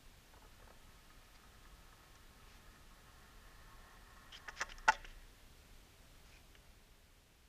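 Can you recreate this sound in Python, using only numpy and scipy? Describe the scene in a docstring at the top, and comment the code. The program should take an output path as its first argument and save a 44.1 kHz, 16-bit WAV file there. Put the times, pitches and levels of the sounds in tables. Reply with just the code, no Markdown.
"""A concrete skate park at night. A skater rolls past, runs up a bank and steps off.
Grit drives the resonances of the wheels into a hum; impacts excite the modes of the wooden deck, the
wheels and the steel trucks. Shoes tap and scuff, a deep boom swells as the rider loads the bank, and
the board clacks on the edge. The bowl scatters a soft echo. Behind it all lie the rumble of the town,
microphone hiss and a faint electronic whine; the level eases down at the end."""
import sys
import numpy as np
from scipy import signal
from scipy.fft import rfft, irfft
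from scipy.io import wavfile

SR = 44100
rng = np.random.default_rng(int(sys.argv[2]) if len(sys.argv) > 2 else 0)


def pcm_store(signal):
    """Save signal as 16-bit PCM."""
    levels = np.round(np.clip(np.atleast_2d(signal), -1, 1) * 32767)
    wavfile.write(sys.argv[1], SR, levels.astype(np.int16).T)


N = 329868
TIME = np.arange(N) / SR
IMPACT_TIME = np.arange(SR // 5) / SR

# Noise spectra. Each row: frequency in Hz, relative level in dB.
TOWN_SPECTRUM = [(8.8, -23), (15, -2.5), (37, -0.5), (63, -6.5), (92, -11), (183, -17), (251, -19),
                 (368, -28.5), (400, -23), (520, -43), (880, -120)]
HISS_SPECTRUM = [(180, -20), (300, -1.5), (445, -0.5), (542, -1.5), (618, -1), (902, -3), (1230, -4),
                 (1550, -3.5), (1680, -4), (3090, -4.5), (11700, -15), (12900, -15), (15200, -18)]
ECHO_SPECTRUM = [(200, 7.5), (600, 16.5), (900, -6), (1400, -3.5), (2000, 6), (3500, 4.5), (6000, 0),
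                 (15000, -18)]
SOLE_SPECTRUM = [(150, -47.5), (900, -23.5), (1500, -6), (2000, -5.5), (3100, 1.5), (4000, -16), (6000, -8),
                 (9000, -28), (16000, -42)]
RASP_SPECTRUM = [(200, -23), (1000, 0), (1700, 9), (3200, 4), (4200, 2), (5400, 3.5), (6800, -2.5),
                 (8500, -22), (16000, -30)]
GRIT_SPECTRUM = [(100, -21.5), (350, -0.5), (700, 1.5), (1900, 4.5), (2300, -27), (6000, -9), (12000, -37)]
WOOD_SPECTRUM = [(100, -32), (500, -17), (900, -4), (1900, 25), (3200, -7), (4300, 6), (9000, -34),
                 (16000, -40)]
STEEL_SPECTRUM = [(200, -25), (1500, -7), (3200, -2.5), (4400, -8.5), (5800, 1.5), (7000, -4), (9000, -22),
                  (15000, -28)]
KNOCK_SPECTRUM = [(50, -13), (100, 0), (180, -17), (320, -17), (420, -3.5), (600, -6), (900, -10),
                  (1400, -15), (2500, -33), (12000, -50)]
# Tones of the electronics. Each row: frequency in Hz, level in dB.
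WHINE_TONES = [(10287, -101), (12225, -100), (12710, -98), (12732, -90.5), (13259, -101)]
# Reverberation of the far ramps. Each row: frequency in Hz, T60 in seconds.
RAMP_DECAY = [(200, 0.79), (800, 0.38), (2000, 0.88), (4000, 1), (8000, 0.2), (15000, 0.085)]
# Modes of deck and trucks. Each row: frequency in Hz, relative level in dB, T60 in seconds.
DECK_MODES = [(690, -19, .03), (762, -15.5, .1), (882, -.5, .034), (995, -12, .03), (1205, -8, .025),
              (1385, -3.5, .025), (1450, -3, .027), (240, -31, .08), (440, -31, .04), (1690, -14, .035),
              (1900, -14, .03), (2424, -22, .028), (2705, -17, .028), (2845, -22, .025), (3205, -23, .022)]
TRUCK_MODES = [(5170, -8, 0.027), (5500, -7, 0.028), (5550, -12, 0.014), (5820, -4, 0.017),
               (6070, -14, .01), (6860, -13, 0.013)]
# Modes of a wheel. Each row: frequency in Hz, bandwidth in Hz, relative level in dB,
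# then the change with the board side-on, in dB and in Hz.
WHEEL_MODES = [(760, 50, -1.5, 0, 0), (905, 38, 1.5, 0, 0), (1087, 28, 7, 4.5, 0), (1260, 36, 10, -6, 0),
               (1365, 45, 1, 1, 0), (1725, 105, 4, 1.5, 55), (1890, 130, -7, 5, 20)]
# Soles touching down. Each row: start in seconds, level in dB, tilt in dB per octave.
SOLE_TAPS = [(4.6933, -48.5, -11), (4.7192, -46.5, -2.5), (5.0458, -46, -10.5), (5.0518, -52, -0.5),
             (5.078, -59, -8), (6.5516, -52, -8)]
# Soles and wheels sliding. Each row: midpoint in seconds, length in seconds, rasp level in dB,
# squeak level in dB, squeak frequency in Hz.
SLIDES = [(1.356, 0.042, -67.5, -81, 4800), (2.524, 0.17, -69.5, -80, 2530),
          (4.344, 0.064, -57.5, -54, 3140), (4.372, 0.035, -58, -65, 5030), (4.589, 0.076, -54, -68, 5100),
          (4.705, .038, -57.5, -72, 5240), (4.939, 0.051, -55, -60, 3380), (5.10, 0.084, -69, -74, 2980),
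          (6.281, 0.087, -70.5, -84, 6700), (6.346, 0.099, -68.5, -71, 2460)]
# Distant axle landings. Each row: start in seconds, gap between the wheels in seconds, level in dB.
AXLE_DROPS = [(.3365, 0.03, -51.5), (.421, .0255, -52.5), (.597, 0.026, -54), (.674, 0.028, -50.5)]
# Joints and edges under the wheels. Each row: start in seconds, wheel level in dB, truck level in dB.
JOINT_BUMPS = [(1.103, -56.5, -72), (1.653, -53.5, -69), (1.926, -56.5, -85), (2.154, -61, -54),
               (4.783, -51, -46), (4.9213, -39.5, -36.5)]
# The board slamming down. Each row: start in seconds, first gap in seconds, deck level in dB, deck tilt
# in dB per octave, knock level in dB, wheel level in dB, truck delay in seconds, truck level in dB.
BOARD_SLAMS = [(4.4781, .00485, -43.5, 4, -51.5, -38.5, 0.008, -42),
               (4.604, .0081, -40.5, 9, -39.5, -30, .0093, -30.5),
               (4.8782, .0068, -18, 0.5, -40, -34.5, .0052, -25)]
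# Four wheels landing, the first lightly. Each row: gain in dB, added tilt in dB per octave.
WHEEL_CONTACTS = [(-3.5, -6), (2, 5), (0, 1.5), (-2.5, -0.5)]
# The closing fade. Each row: time in seconds, gain in dB.
FADE_CURVE = [(0, 1), (6.3, 1), (6.9, -1.5), (7.48, -3.5)]

PASS_S, PASS_M, SPEED_M_PER_S = 5.1, 5.9, 3.1  # a straight path past the listener
ROLL_FROM_S, ROLL_RISE_DB_PER_S = 0.52, 16  # the wheels settle on the ground
TURN_FROM_S, TURN_S = 3.1, 0.7  # the board swings side-on
LIFT_S, UNLOAD_S, SPIN_DOWN_DB_PER_S = 4.75, 0.12, 34  # the wheels lift and spin out
LOADED_TILT, FREE_TILT = -2.19, 8.6  # dB per octave
FAR_TILT = -3.5  # dB per octave for each doubling of distance


def gain_of(db):
    """Amplitude ratio of a level in decibels."""
    return 10 ** (np.asarray(db) / 20)


def unit_rms(x):
    """Normalisation to an rms of 1."""
    return x / np.sqrt(np.mean(x ** 2) + 1e-20)


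def value_at(points, hz):
    """Interpolation on a logarithmic frequency axis."""
    freqs, values = np.transpose(points)
    return np.interp(np.log(hz + 1), np.log(freqs + 1), values)


def since(s):
    """Seconds after a moment, zero before it."""
    return np.maximum(TIME - s, 0)


def until(s):
    """Seconds before a moment, zero after it."""
    return np.maximum(s - TIME, 0)


def add(mix, start, sound):
    """Superposition of a sound from a start in seconds."""
    part = mix[max(round(start * SR), 0):][:len(sound)]
    part += sound[:len(part)]


def octaves(hz):
    """Octaves above 1 kHz, constant below 250 Hz."""
    return np.log2(np.maximum(hz, 250) / 1000)


def coloured(x, spectrum, tilt=0):
    """Spectral shaping with a tilt in dB per octave, at unit rms."""
    hz = np.fft.rfftfreq(len(x), 1 / SR)
    response = gain_of(value_at(spectrum, hz) + tilt * octaves(hz))
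    return unit_rms(irfft(rfft(x) * response, len(x)))


def drift(rate_hz):
    """Low-pass noise: a slow random fluctuation of unit rms."""
    hz = np.fft.rfftfreq(N, 1 / SR)
    return unit_rms(irfft(rfft(rng.standard_normal(N)) * np.exp(-(hz / rate_hz) ** 2), N))


def resonate(x, hz, width_hz):
    """Forced response of a resonator with unit peak gain and movable tuning."""
    phasor = np.exp(2j * np.pi * np.cumsum(hz * np.ones(len(x))) / SR)
    pole = np.exp(-np.pi * width_hz / SR)
    return 2 * (phasor * signal.lfilter([1 - pole], [1, -pole], x / phasor)).real


def grains(count, per_s, spread_db):
    """Shot noise: impulses of random time and size."""
    size = gain_of(spread_db * np.minimum(rng.exponential(1, count), 4))
    return unit_rms(size * rng.standard_normal(count) * (rng.random(count) < per_s / SR))


def decay(t60):
    """Exponential damping, by 60 dB in t60 seconds."""
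    return np.exp(-np.log(1000) * IMPACT_TIME / t60)


def onset(contact_s):
    """A compliant material yields, so its sound builds gradually."""
    return 1 - np.exp(-IMPACT_TIME / contact_s)


def ring(modes, tilt=0):
    """Free vibration is a sum of damped modes."""
    return sum(gain_of(db + tilt * octaves(hz)) * decay(t60) * np.cos(2 * np.pi * hz * IMPACT_TIME)
               for hz, db, t60 in modes)


def burst(spectrum, t60, tilt=0):
    """The broadband part of an impact is damped noise."""
    return coloured(rng.standard_normal(len(IMPACT_TIME)), spectrum, tilt) * decay(t60)


def background(town_db=-63, hiss_db=-67.5):
    """The noise floor: town rumble, microphone hiss and pure tones from the electronics."""
    swell = gain_of(town_db + 0.6 * drift(rate_hz=4))
    town = swell * coloured(rng.standard_normal(N), TOWN_SPECTRUM)
    hiss = gain_of(hiss_db) * coloured(rng.standard_normal(N), HISS_SPECTRUM)
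    whine = sum(gain_of(db) * unit_rms(np.sin(2 * np.pi * hz * TIME)) for hz, db in WHINE_TONES)
    return town + hiss + whine


def park_echo(x, bowl_db=-27, delay_s=0.033, spread_s=0.051, tail_db=-27):
    """Scattering: the curved bowl returns one diffuse echo, farther ramps a thin tail."""
    t = np.arange(SR) / SR
    bowl, ramps = rng.choice([-1., 1.], (2, SR)) * (rng.random((2, SR)) < 0.1)
    bowl *= np.exp(-((t - delay_s) / spread_s) ** 2)
    hz, frame_s, bands = signal.stft(ramps * (t > 0.01), SR, nperseg=256)
    bands = bands * np.exp(-np.log(1000) * frame_s / value_at(RAMP_DECAY, hz)[:, None])
    tail = signal.istft(bands, SR, nperseg=256)[1][:SR]
    response = gain_of(bowl_db) * coloured(bowl, ECHO_SPECTRUM)
    response += gain_of(tail_db) * coloured(tail, ECHO_SPECTRUM)
    return signal.fftconvolve(x, response / np.sqrt(SR))[:N]


def bank_boom(hz=31, peak_s=4.76, hold_s=0.16, peak_db=-55, rise_db_per_s=75, fall_db_per_s=20):
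    """A low, wavering resonance swells as the rider loads the bank, holds, then decays."""
    cycles = np.cumsum(hz + 1.83 * drift(rate_hz=3.7)) / SR
    level_db = peak_db - rise_db_per_s * until(peak_s) - fall_db_per_s * since(peak_s + hold_s)
    return gain_of(level_db) * unit_rms(np.sin(2 * np.pi * cycles))


def shoes(squeak_width_hz=520):
    """Impact and friction: soles tap, and sliding rubber rasps and squeaks in a narrow band."""
    out = np.zeros(N)
    for start, db, tilt in SOLE_TAPS:
        tap = burst(SOLE_SPECTRUM, t60=0.033, tilt=tilt) * onset(contact_s=0.00017)
        add(out, start, gain_of(db) * tap)
    for middle, length, rasp_db, squeak_db, hz in SLIDES:
        slips = grains(SR // 2, per_s=10000, spread_db=1)
        squeak = unit_rms(resonate(resonate(slips, hz, squeak_width_hz), hz, squeak_width_hz))
        slide = gain_of(rasp_db) * coloured(slips, RASP_SPECTRUM) + gain_of(squeak_db) * squeak
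        count = int(length * SR)
        add(out, middle - length / 2, slide[:count] * signal.windows.tukey(count, 0.7))
    return out


def rolling(gain_db=-67, rush_db=-10, lumpy_db=1.8, surge_db=0.54):
    """Forced vibration: grit drives the wheel modes; amplitude falls inversely with distance."""
    distance = np.hypot(PASS_M, SPEED_M_PER_S * (TIME - PASS_S))
    level_db = gain_db + surge_db * drift(rate_hz=4)
    level_db -= ROLL_RISE_DB_PER_S * until(ROLL_FROM_S) + SPIN_DOWN_DB_PER_S * since(LIFT_S)
    tilt = LOADED_TILT + (FREE_TILT - LOADED_TILT) * np.minimum(since(LIFT_S) / UNLOAD_S, 1)
    tilt += FAR_TILT * np.log2(distance / PASS_M)
    side_on = np.minimum(since(TURN_FROM_S) / TURN_S, 1)
    grit = coloured(grains(N, per_s=6000, spread_db=-1), GRIT_SPECTRUM)
    grit *= gain_of(lumpy_db * drift(rate_hz=22))
    detune = 1 + 0.003 * drift(rate_hz=3)  # the rider's weight shifts the modes
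    sound = gain_of(rush_db) * grit
    for hz, width, db, side_db, side_hz in WHEEL_MODES:
        hum = resonate(grit, (hz + side_hz * side_on) * detune, width)
        sound += gain_of(db + tilt * octaves(hz) + side_db * side_on) * hum
    return gain_of(level_db) * PASS_M / distance * sound


def wheel(tilt, damping, side_on=0):
    """Free vibration of a wheel: a broader resonance takes more of a blow and decays sooner."""
    modes = []
    for hz, width, db, side_db, side_hz in WHEEL_MODES:
        level_db = db + side_db * side_on + 20 * np.log10(width)
        t60 = np.log(1000) / (np.pi * width * damping)
        modes.append((hz + side_hz * side_on, level_db, t60))
    sound = ring(modes, tilt)
    return sound / abs(sound * onset(contact_s=0.001)).max()


def truck(ring_db=-5, crack_db=-6, contact_s=0.0004):
    """Hard contact on steel gives a fast attack, a crack and brief high modes."""
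    attack = 1 - np.exp(-(IMPACT_TIME / contact_s) ** 2)
    crack = gain_of(crack_db) * burst(STEEL_SPECTRUM, t60=0.023)
    return attack * (gain_of(ring_db) * ring(TRUCK_MODES) + crack)


def deck(tilt, crack_db=-15):
    """Impulse response of the wooden deck: damped modes and a noisy crack."""
    return ring(DECK_MODES, tilt) + gain_of(crack_db) * burst(WOOD_SPECTRUM, t60=0.04, tilt=tilt)


def axle_drops(knock_db=1, wheel_db=-8):
    """Two soft impacts per distant axle: both wheels thud, and the first also excites the deck."""
    out, attack = np.zeros(N), onset(contact_s=0.0025)
    for start, gap, db in AXLE_DROPS:
        thud = gain_of(knock_db) * burst(KNOCK_SPECTRUM, t60=0.043)
        thud += gain_of(wheel_db) * wheel(tilt=6, damping=0.78)
        add(out, start, gain_of(db) * attack * (deck(tilt=-7) + gain_of(-5.5) * thud))
        add(out, start + gap, gain_of(db) * attack * thud)
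    return out


def bumps():
    """Impulse excitation: a joint rings a wheel and ticks its truck."""
    out = np.zeros(N)
    struck_wheel = onset(contact_s=0.00077) * wheel(tilt=4.2, damping=1)
    for start, wheel_db, truck_db in JOINT_BUMPS:
        add(out, start, gain_of(wheel_db) * struck_wheel + gain_of(truck_db) * truck())
    return out


def clacks(gap_ratio=0.83, rebound_s=0.007, rebound_db=-5.5):
    """Inelastic impacts: four ever quicker contacts drive deck and wheels; the truck rebounds."""
    out, attack = np.zeros(N), onset(contact_s=0.0017)
    for start, gap, deck_db, tilt, knock_db, wheel_db, delay, truck_db in BOARD_SLAMS:
        landing_s = start
        for k, (db, added_tilt) in enumerate(WHEEL_CONTACTS):
            body = gain_of(deck_db) * deck(tilt + added_tilt)
            body += gain_of(knock_db) * burst(KNOCK_SPECTRUM, t60=0.031)
            body += gain_of(wheel_db) * wheel(tilt=15 + added_tilt, damping=1.34, side_on=0.45)
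            add(out, landing_s, gain_of(db) * attack * body)
            landing_s += gap * gap_ratio ** k
        for k in range(3):
            add(out, start + delay + k * rebound_s, gain_of(truck_db + k * rebound_db) * truck())
    return out


def board(cutoff_hz=260):
    """A narrow deck is a poor radiator of bass, so every blow is high-passed."""
    radiation = signal.butter(2, cutoff_hz, "highpass", fs=SR, output="sos")
    return signal.sosfilt(radiation, axle_drops() + bumps() + clacks())


def scene():
    """Superposition of the skater's direct sound, its echo, the boom and the background."""
    skater = board() + rolling() + shoes()
    return (skater + park_echo(skater) + bank_boom() + background())[None]


def record(dry):
    """A slight closing fade, then a low-pass filter limits the bandwidth."""
    fade = gain_of(np.interp(TIME, *np.transpose(FADE_CURVE)))
    lowpass = signal.firwin(511, cutoff=15400, window=("kaiser", 9), fs=SR)
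    return signal.oaconvolve(dry * fade, lowpass[None], "same")


dry = scene()
out = record(dry)
pcm_store(out)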